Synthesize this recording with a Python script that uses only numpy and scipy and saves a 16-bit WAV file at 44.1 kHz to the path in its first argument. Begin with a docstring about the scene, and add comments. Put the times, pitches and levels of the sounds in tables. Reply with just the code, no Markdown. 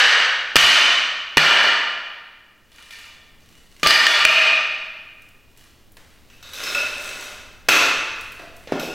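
"""In a bare, ringing room with a concrete floor, a hatchet chops a wooden chair apart.
A loose rail is picked up and thrown down, clatters and rocks to rest; a leg is dragged up, struck and set down.
Blows are noise bursts ringing tuned wood with a room echo, over low thuds; drags and brushes are uneven noise.
Grit ticks underfoot; faint hiss and a deep rumble of filtered noise rise and sink together.
A compressor squashes each blow, and its gain recovers through the echo."""
import sys
import numpy as np
from scipy import signal
from scipy.fft import rfft, irfft
from scipy.io import wavfile
from scipy.ndimage import uniform_filter1d

SR = 44100
rng = np.random.default_rng(int(sys.argv[2]) if len(sys.argv) > 2 else 0)


def to_wav(sig):
    """Store sig (one row per channel, or 1-D mono) as 16-bit WAV at the path in sys.argv[1].

    Samples outside -1..1 are clipped; the rate is SR.
    """
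    pcm = np.clip(np.atleast_2d(sig), -1, 1) * 32767
    pcm = np.round(pcm).astype(np.int16)
    wavfile.write(sys.argv[1], SR, pcm.T)  # frames by channels


N = 394254

# chops into the frame and into the loose leg: (time [s], bite level [dB], bite brightness [dB per octave],
# bite mode [Hz], split level [dB], lift of the split's mode [dB], freedom to ring [0-2], weight on the floor [dB])
FRAME_CHOPS = [(-.2, 7.5, 0.2, 1665, 5.5, 10, .15, -15), (.557, -3, 1.63, 1097, 7, 7, 0.54, -11),
               (1.371, 0, -0.84, 1464, 2.5, 4, 0.82, -8.5)]
LEG_CHOPS = [(7.686, -10.5, 0.0054, 1340, -6.5, 12, 0.14, -26)]
# the thrown rail hits the floor: (time [s], level [dB], brightness [dB per octave], favoured mode [Hz],
# its lift [dB], weight on the floor [dB])
LANDINGS = [(3.831, -9, 2, 1175, 16, -19.5), (3.861, -8.5, -2, 1427, -3.5, -26),
            (3.871, -4.5, 5.5, 4830, 11.5, -29), (3.907, -2.5, 0.9, 1950, 6, -37.5),
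            (4.067, -6, .6, 3400, 3, -45), (4.251, 1, 0.35, 2522, 13, -24)]
# blunt knocks as the leg is set down: (time [s], level [dB], favoured mode [Hz], its lift [dB],
# weight on the floor [dB])
SET_DOWNS = [(8.395, -37.5, 685, 13, -45), (8.673, -36, 1300, -8, -39), (8.722, -27.5, 1350, 3, -15)]
# colour of the leg: (frequency [Hz], relative level [dB])
LEG_COLOUR = [(40, -24), (150, -16.5), (300, -5.5), (480, -2), (800, -5.5), (1500, 0), (2800, -3),
              (4500, -6.5), (6500, -12), (8700, -24), (13000, -18.5), (16000, -28)]
# resonances of the leg, and of the room: (frequency [Hz], width [Hz], lift [dB])
LEG_MODES = [(594, 100, 5.6), (1423, 85, 7.7), (2592, 150, 8.9), (3740, 330, 4.9), (5280, 130, 7.2),
             (7950, 200, 1.1)]
ROOM_MODES = [(157.7, 6.9, 14.1), (270, 13, 5.5), (384, 8.3, 4.6), (403, 30, 0.76), (6100, 610, 5),
              (7840, 570, 7.3), (9530, 200, 7.3), (11500, 510, 2.9)]
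# colour of grit and rubbed surfaces: (frequency [Hz], relative level [dB])
SAND_COLOUR = [(100, -18), (600, 0), (2000, 5), (5000, -2.5), (9000, -6.5), (16000, -14.5)]


def amp(db):
    """Decibels to an amplitude factor."""
    return 10 ** (np.asarray(db) / 20)


def unit(x):
    """Scale a signal to an RMS of 1."""
    return x / np.sqrt(np.mean(x ** 2) + 1e-20)


def along(points, hz):
    """Read (frequency, value) points on a log frequency axis."""
    f, v = np.transpose(points)
    return np.interp(np.log(hz + 1), np.log(f), v)


def curve(rows):
    """Join (time, value) rows into one value per sample."""
    return np.interp(np.arange(N) / SR, *np.transpose(rows))


def add(track, s, sound):
    """Mix a sound into the track from s seconds; a negative start leaves only its later part."""
    start = round(s * SR)
    part = sound[max(-start, 0):N - start]
    track[max(start, 0):][:len(part)] += part


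def body(colour, modes=(), bright=0, ripple_db=0, size=4096):
    """Causal impulse response of energy 1: a tilted colour, its resonances, and a ripple of many minor modes."""
    hz = np.fft.rfftfreq(size, 1 / SR)
    db = along(colour, hz) + bright * np.log2(np.maximum(hz, 300))
    ripple = unit(uniform_filter1d(rng.standard_normal(len(hz)), size=6))
    db = db + ripple_db * ripple
    for centre, width, lift in modes:
        db = db + lift / (1 + (2 * (hz - centre) / width) ** 2)
    # fold the cepstrum forward in time: minimum phase, so the attack comes first
    cepstrum = irfft(np.log(amp(db)))
    cepstrum[1:size // 2] *= 2
    cepstrum[size // 2 + 1:] = 0
    response = irfft(np.exp(rfft(cepstrum)))
    return response / np.linalg.norm(response)


def echo(build_s=0.0097):
    """A fresh room tail: reflections pile up, then the air makes the treble die first."""
    # decay time of the room: (frequency [Hz], time to fall 60 dB [s])
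    room_t60 = [(100, .9), (400, 1.15), (1200, 1.28), (2700, 1.24), (4500, 1.05), (7500, .88), (11000, .66),
                (16000, .45)]
    noise = rng.standard_normal(round(1.7 * SR))
    hz, t, z = signal.stft(noise, SR, nperseg=256)
    decay = amp(-60 * t / along(room_t60, hz)[:, None])
    build = 1 - np.exp(-t / build_s)
    return signal.istft(z * decay * build, SR, nperseg=256)[1]


def strike(response, crack_t60, room_db, snap_db, direct_db=4):
    """A short crunch of contact and its echo ring the struck body; the bare snap of fibres arrives directly."""
    tail = echo()
    t = np.arange(len(tail)) / SR
    crack = rng.standard_normal(len(t)) * amp(-60 * t / crack_t60)
    excitation = amp(direct_db) * crack + amp(room_db) * tail
    rung = signal.fftconvolve(excitation, response)
    return rung[:len(t)] + amp(snap_db) * crack


def wood(hits, colour, modes, favour_width, crack_t60, room_db, snap_db, ripple_db):
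    """Blows on one piece: a pinned piece rings less, and the point of contact favours one mode."""
    track = np.zeros(N)
    for s, db, bright, hz, lift_db, freedom in hits:
        ringing = [(centre, width, freedom * lift) for centre, width, lift in modes]
        favoured = [(hz, favour_width * hz, lift_db)]
        response = body(colour, ringing + ROOM_MODES + favoured, bright, ripple_db)
        # harder, brighter contacts snap more
        blow = strike(response, crack_t60, room_db, snap_db + 0.93 * bright)
        add(track, s, amp(db) * blow)
    return track


def chop(rows, split_s, split_hz, split_bright):
    """Two contacts per chop: the edge bites, and a moment later the wood splits with a brighter sound."""
    bite_lift_db = 8.5  # how much the edge favours its mode
    hits = []
    for s, bite_db, bright, bite_hz, split_db, lift_db, freedom, _ in rows:
        hits.append((s, bite_db, bright, bite_hz, bite_lift_db, freedom))
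        hits.append((s + split_s, split_db, bright + split_bright, split_hz, lift_db, freedom))
    return hits


def clatter(bright, count):
    """The rail lands end over end, then rocks to rest on one mode, each bounce sooner and weaker."""
    landing_freedom, rock_freedom = 0.9, 1.1
    rock_db, rock_loss_db = -9, 23  # first bounce, and loss per bounce
    rock_hz, rock_lift_db = 2533, 18
    flight_s, shrink = 0.21, 0.63  # first flight, and the factor for each next one
    hits = []
    for s, db, tilt, hz, lift_db, _ in LANDINGS:
        hits.append((s, db, tilt, hz, lift_db, landing_freedom))
    s = 4.31
    for k in range(count):
        hits.append((s, rock_db - k * rock_loss_db, bright, rock_hz, rock_lift_db, rock_freedom))
        s += flight_s * shrink ** k
    return hits


def taps(rows, lift_db, rebound_s, rebound_db):
    """Light contacts on a loose piece; each chatters once more, a little weaker."""
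    hits = []
    for s, db, bright, hz, freedom in rows:
        hits.append((s, db, bright, hz, lift_db, freedom))
        hits.append((s + rebound_s, db + rebound_db, bright, hz, lift_db, freedom))
    return hits


def set_down(bright, freedom):
    """Dull knocks of the leg, damped by the hand that holds it."""
    return [(s, db, bright, hz, lift_db, freedom) for s, db, hz, lift_db, _ in SET_DOWNS]


def frame_and_rail():
    """The frame's modes ring under the hatchet, in the loose rail, and in one flying splinter."""
    # colour of the frame: (frequency [Hz], relative level [dB])
    frame_colour = [(40, -39.5), (110, -33.5), (152, -22), (200, -30), (300, -21), (600, -8.5),
                    (1000, -6.5), (1700, 2.5), (2800, -2.5), (4500, -5), (6000, -14), (8500, -25.5),
                    (12000, -26.5), (16000, -36.5)]
    # resonances of the frame: (frequency [Hz], width [Hz], lift at freedom 1 [dB])
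    frame_modes = [(634, 100, 10), (930, 120, 8.5), (1204.4, 45, 12.5), (1386, 88, 7.5), (1820, 72, 10.5),
                   (2403, 160, 11), (2910, 270, 11), (3447, 100, 8), (4430, 440, 4), (4320, 95, 1),
                   (4900, 110, 1)]
    # taps as the rail is jogged or lifted: (time [s], level [dB], brightness [dB per octave],
    # favoured mode [Hz], freedom to ring [0-2])
    rail_taps = [(2.72, -50.5, 1.5, 3600, 1.4), (2.783, -44, 1.8, 1910, 1.4), (2.907, -37, 4.5, 2300, 0.94),
                 (3.041, -42, 0.5, 3510, 1.3), (3.407, -59, 6, 6360, 0.39)]
    # a splinter from the third chop lands: (time [s], level [dB], brightness [dB per octave],
    # favoured mode [Hz], its lift [dB], freedom to ring [0-2])
    splinter = [(1.63, -16.5, 1.5, 4330, 8, 1.8)]
    hits = (chop(FRAME_CHOPS, split_s=.008, split_hz=3005, split_bright=0.21)
            + taps(rail_taps, lift_db=6.5, rebound_s=0.027, rebound_db=-5)
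            + clatter(bright=1.2, count=3) + splinter)
    return wood(hits, frame_colour, frame_modes, favour_width=0.12,
                crack_t60=0.044, room_db=-3.5, snap_db=-23, ripple_db=2.5)


def loose_leg():
    """The leg rings in its own modes as it is jogged, struck and set down."""
    # taps as the leg is jogged or lifted: (time [s], level [dB], brightness [dB per octave],
    # favoured mode [Hz], freedom to ring [0-2])
    leg_taps = [(6.3, -48.5, 1.6, 2800, 0.94), (6.427, -38.5, 2.2, 3800, 0.97),
                (6.534, -32.5, 5.4, 3780, 1.7), (6.636, -28, 3.6, 5200, 1.8), (6.668, -27.5, 1.3, 4040, 2),
                (6.748, -18.5, 0.58, 2610, 1.94), (8.796, -28.5, 5.2, 2770, 1.74)]
    hits = (chop(LEG_CHOPS, split_s=.0035, split_hz=2600, split_bright=0.96)
            + taps(leg_taps, lift_db=8.5, rebound_s=.033, rebound_db=-9.0)
            + set_down(bright=-3.5, freedom=0.42))
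    return wood(hits, LEG_COLOUR, LEG_MODES, favour_width=0.16,
                crack_t60=0.047, room_db=-2.5, snap_db=-44, ripple_db=2.5)


def thud(hz, t60):
    """One low sine that starts at once and dies away."""
    t = np.arange(SR) / SR
    return np.sin(2 * np.pi * hz * t) * amp(-60 * t / t60)


def bumps(events, bright, boom_db, push_db, room_db):
    """The weight of each blow on the floor: a soft push, its echo, and a boom near the room's lowest mode."""
    # colour of the push: (frequency [Hz], relative level [dB])
    bump_colour = [(40, -40), (130, -15), (280, -4), (520, -5), (800, -12), (1500, -40), (5000, -55.5),
                   (16000, -58)]
    track = np.zeros(N)
    for s, *_, weight_db in events:
        contact = amp(room_db) * echo()
        contact[0] += amp(push_db)
        push = signal.fftconvolve(contact, body(bump_colour, ROOM_MODES, bright))
        add(track, s, amp(weight_db) * push)
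        add(track, s, amp(weight_db + boom_db) * thud(hz=155, t60=0.33))
    return track


def floor_weight():
    """Chops, landings and knocks press on the concrete, each kind with its own balance of push and boom."""
    return (bumps(FRAME_CHOPS + LEG_CHOPS, bright=0.77, boom_db=-5, push_db=22.5, room_db=-13)
            + bumps(LANDINGS, bright=-1, boom_db=-9, push_db=20, room_db=-9)
            + bumps(SET_DOWNS, bright=1, boom_db=-13.5, push_db=24.5, room_db=-9.5))


def low_thumps():
    """Brief low thumps at 45 Hz are heard with the heaviest contacts."""
    # (time [s], level [dB])
    thumps = [(.559, -15), (.635, -18), (1.373, -24), (3.862, -23), (4.251, -23)]
    track = np.zeros(N)
    for s, db in thumps:
        add(track, s, amp(db) * thud(hz=45, t60=0.099))
    return track


def strokes(rows, attack_s, release_s):
    """Force of rubbing strokes: each swells up to its start, holds, and dies away after its length."""
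    t = np.arange(N) / SR
    force = np.zeros(N)
    for s, length, db in rows:
        before = np.maximum(s - t, 0) / attack_s
        after = np.maximum(t - s - length, 0) / release_s
        force += amp(db - 20 * (before + after))  # 20 dB per attack or release time
    return force


def rub(force, response, grain_db, direct_db):
    """Friction: uneven tiny slips excite a body and fill the room."""
    # each slip lasts 128 samples, about 3 ms
    slips = np.repeat(np.minimum(rng.standard_normal(N // 128 + 1), 1.8), 128)[:N]
    friction = unit(rng.standard_normal(N) * amp(grain_db * slips)) * force
    path = echo()
    path /= np.linalg.norm(path)
    path[0] += amp(direct_db)
    return signal.fftconvolve(friction, signal.fftconvolve(path, response))[:N]


def drag(leg_db=-1, sand_db=-6):
    """The leg dragged over concrete hums in its own modes while the grit under it hisses."""
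    # (start of full force [s], length [s], force [dB])
    drag_strokes = [(6.6, 0.16, -32.5), (6.99, 0.22, -37)]
    force = strokes(drag_strokes, attack_s=0.14, release_s=0.2)
    leg_body = body(LEG_COLOUR, LEG_MODES[:4] + ROOM_MODES, bright=0.2, ripple_db=1.5)
    ringing = rub(force, leg_body, grain_db=7.5, direct_db=-4.5)
    hiss = rub(force, body(SAND_COLOUR, ROOM_MODES, bright=1.8), grain_db=10, direct_db=-4)
    return amp(leg_db) * ringing + amp(sand_db) * hiss


def grit():
    """Grit and splinters under bare feet: small dry ticks of noise."""
    # (time [s], level [dB], brightness [dB per octave])
    ticks = [(5.22, -56, 6), (5.288, -56.5, 8), (5.574, -50, 6), (5.919, -49, 15), (5.969, -44.5, -0.5),
             (8.21, -43, 5), (8.32, -45, 8), (8.565, -48, 9)]
    track = np.zeros(N)
    for s, db, bright in ticks:
        response = body(SAND_COLOUR, bright=bright)
        tick = strike(response, crack_t60=0.041, room_db=-6, snap_db=-15, direct_db=5)
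        add(track, s, amp(db) * tick)
    return track


def rustle():
    """Clothes, hands and soles brush past as soft, grainy friction."""
    # (start of full force [s], length [s], force [dB])
    brushes = [(2.8, .26, -51), (3.56, 0.015, -53), (3.8, .02, -51.5), (5.64, 0.027, -56),
               (6.05, 0.32, -63.5), (7.8, 1.1, -58)]
    force = strokes(brushes, attack_s=0.2, release_s=0.082)
    response = body(SAND_COLOUR, bright=0.85, ripple_db=3.0)
    return rub(force, response, grain_db=11.5, direct_db=-1.5)


def coloured_noise(colour):
    """Steady noise of one colour, with the filter's onset cut away."""
    return signal.fftconvolve(rng.standard_normal(N + SR), body(colour))[SR:SR + N]


def background(hiss_db=-59.0, side_db=-7, hiss_share=.35):
    """Faint hiss and deep rumble rise and sink together, the hiss less; only the rumble differs in stereo."""
    # level of the rumble's middle: (time [s], level [dB])
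    rumble_level = [(0, -59), (2.3, -64.5), (3.4, -53), (4.8, -58), (6, -53), (7.2, -49), (8.94, -49.5)]
    # colours of hiss and rumble: (frequency [Hz], relative level [dB])
    hiss_colour = [(20, -8), (100, -14.5), (200, -7.5), (500, -13), (1500, -21), (4000, -23), (9000, -30),
                   (16000, -28)]
    deep_colour = [(20, 7.5), (45, -3), (90, -1.5), (160, -10.5), (400, -17.5), (2000, -56)]
    mid = coloured_noise(deep_colour)
    side = amp(side_db) * coloured_noise(deep_colour)
    level_db = curve(rumble_level)
    hiss_change_db = hiss_share * (level_db - level_db.mean())
    hiss = amp(hiss_db + hiss_change_db) * coloured_noise(hiss_colour)
    return hiss + amp(level_db) * np.array([mid + side, mid - side])


def scene():
    """Frame and rail, the loose leg, their weight on the floor, and the small sounds of moving about."""
    pieces = frame_and_rail() + loose_leg()
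    low_end = floor_weight() + low_thumps()
    movement = drag() + grit() + rustle()
    return pieces + low_end + movement + background()


def compress(x, threshold_db=-13, ratio=4, release_db=70, attack_s=.0013):
    """Gain ducks within milliseconds of a loud sound; the held overshoot then falls by release_db a second."""
    # mean power of the last 200 samples; abs guards against rounding below zero
    power = np.abs(uniform_filter1d(x.mean(axis=0) ** 2, size=200, origin=99))
    over = np.maximum(10 * np.log10(power + 1e-12) - threshold_db, 0)
    ramp = release_db * np.arange(N) / SR
    held = np.maximum.accumulate(over + ramp) - ramp
    pole = np.exp(-1 / (attack_s * SR))
    # the gain starts already ducked, at the overshoot held 10 ms in
    smooth = signal.lfilter([1 - pole], [1, -pole], held, zi=[held[SR // 100]])[0]
    return x * amp(-smooth * (1 - 1 / ratio))


def record(dry):
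    """Compressor, rounded clipping of what slips through, and a steep band limit."""
    squashed = compress(dry)
    rounded = squashed / (1 + np.abs(squashed / .85) ** 8) ** (1 / 8)
    top_hz = 15900
    band_limit = signal.ellip(10, .2, 80, top_hz, fs=SR, output="sos")
    return signal.sosfilt(band_limit, rounded)


dry = scene()
out = record(dry)
to_wav(out)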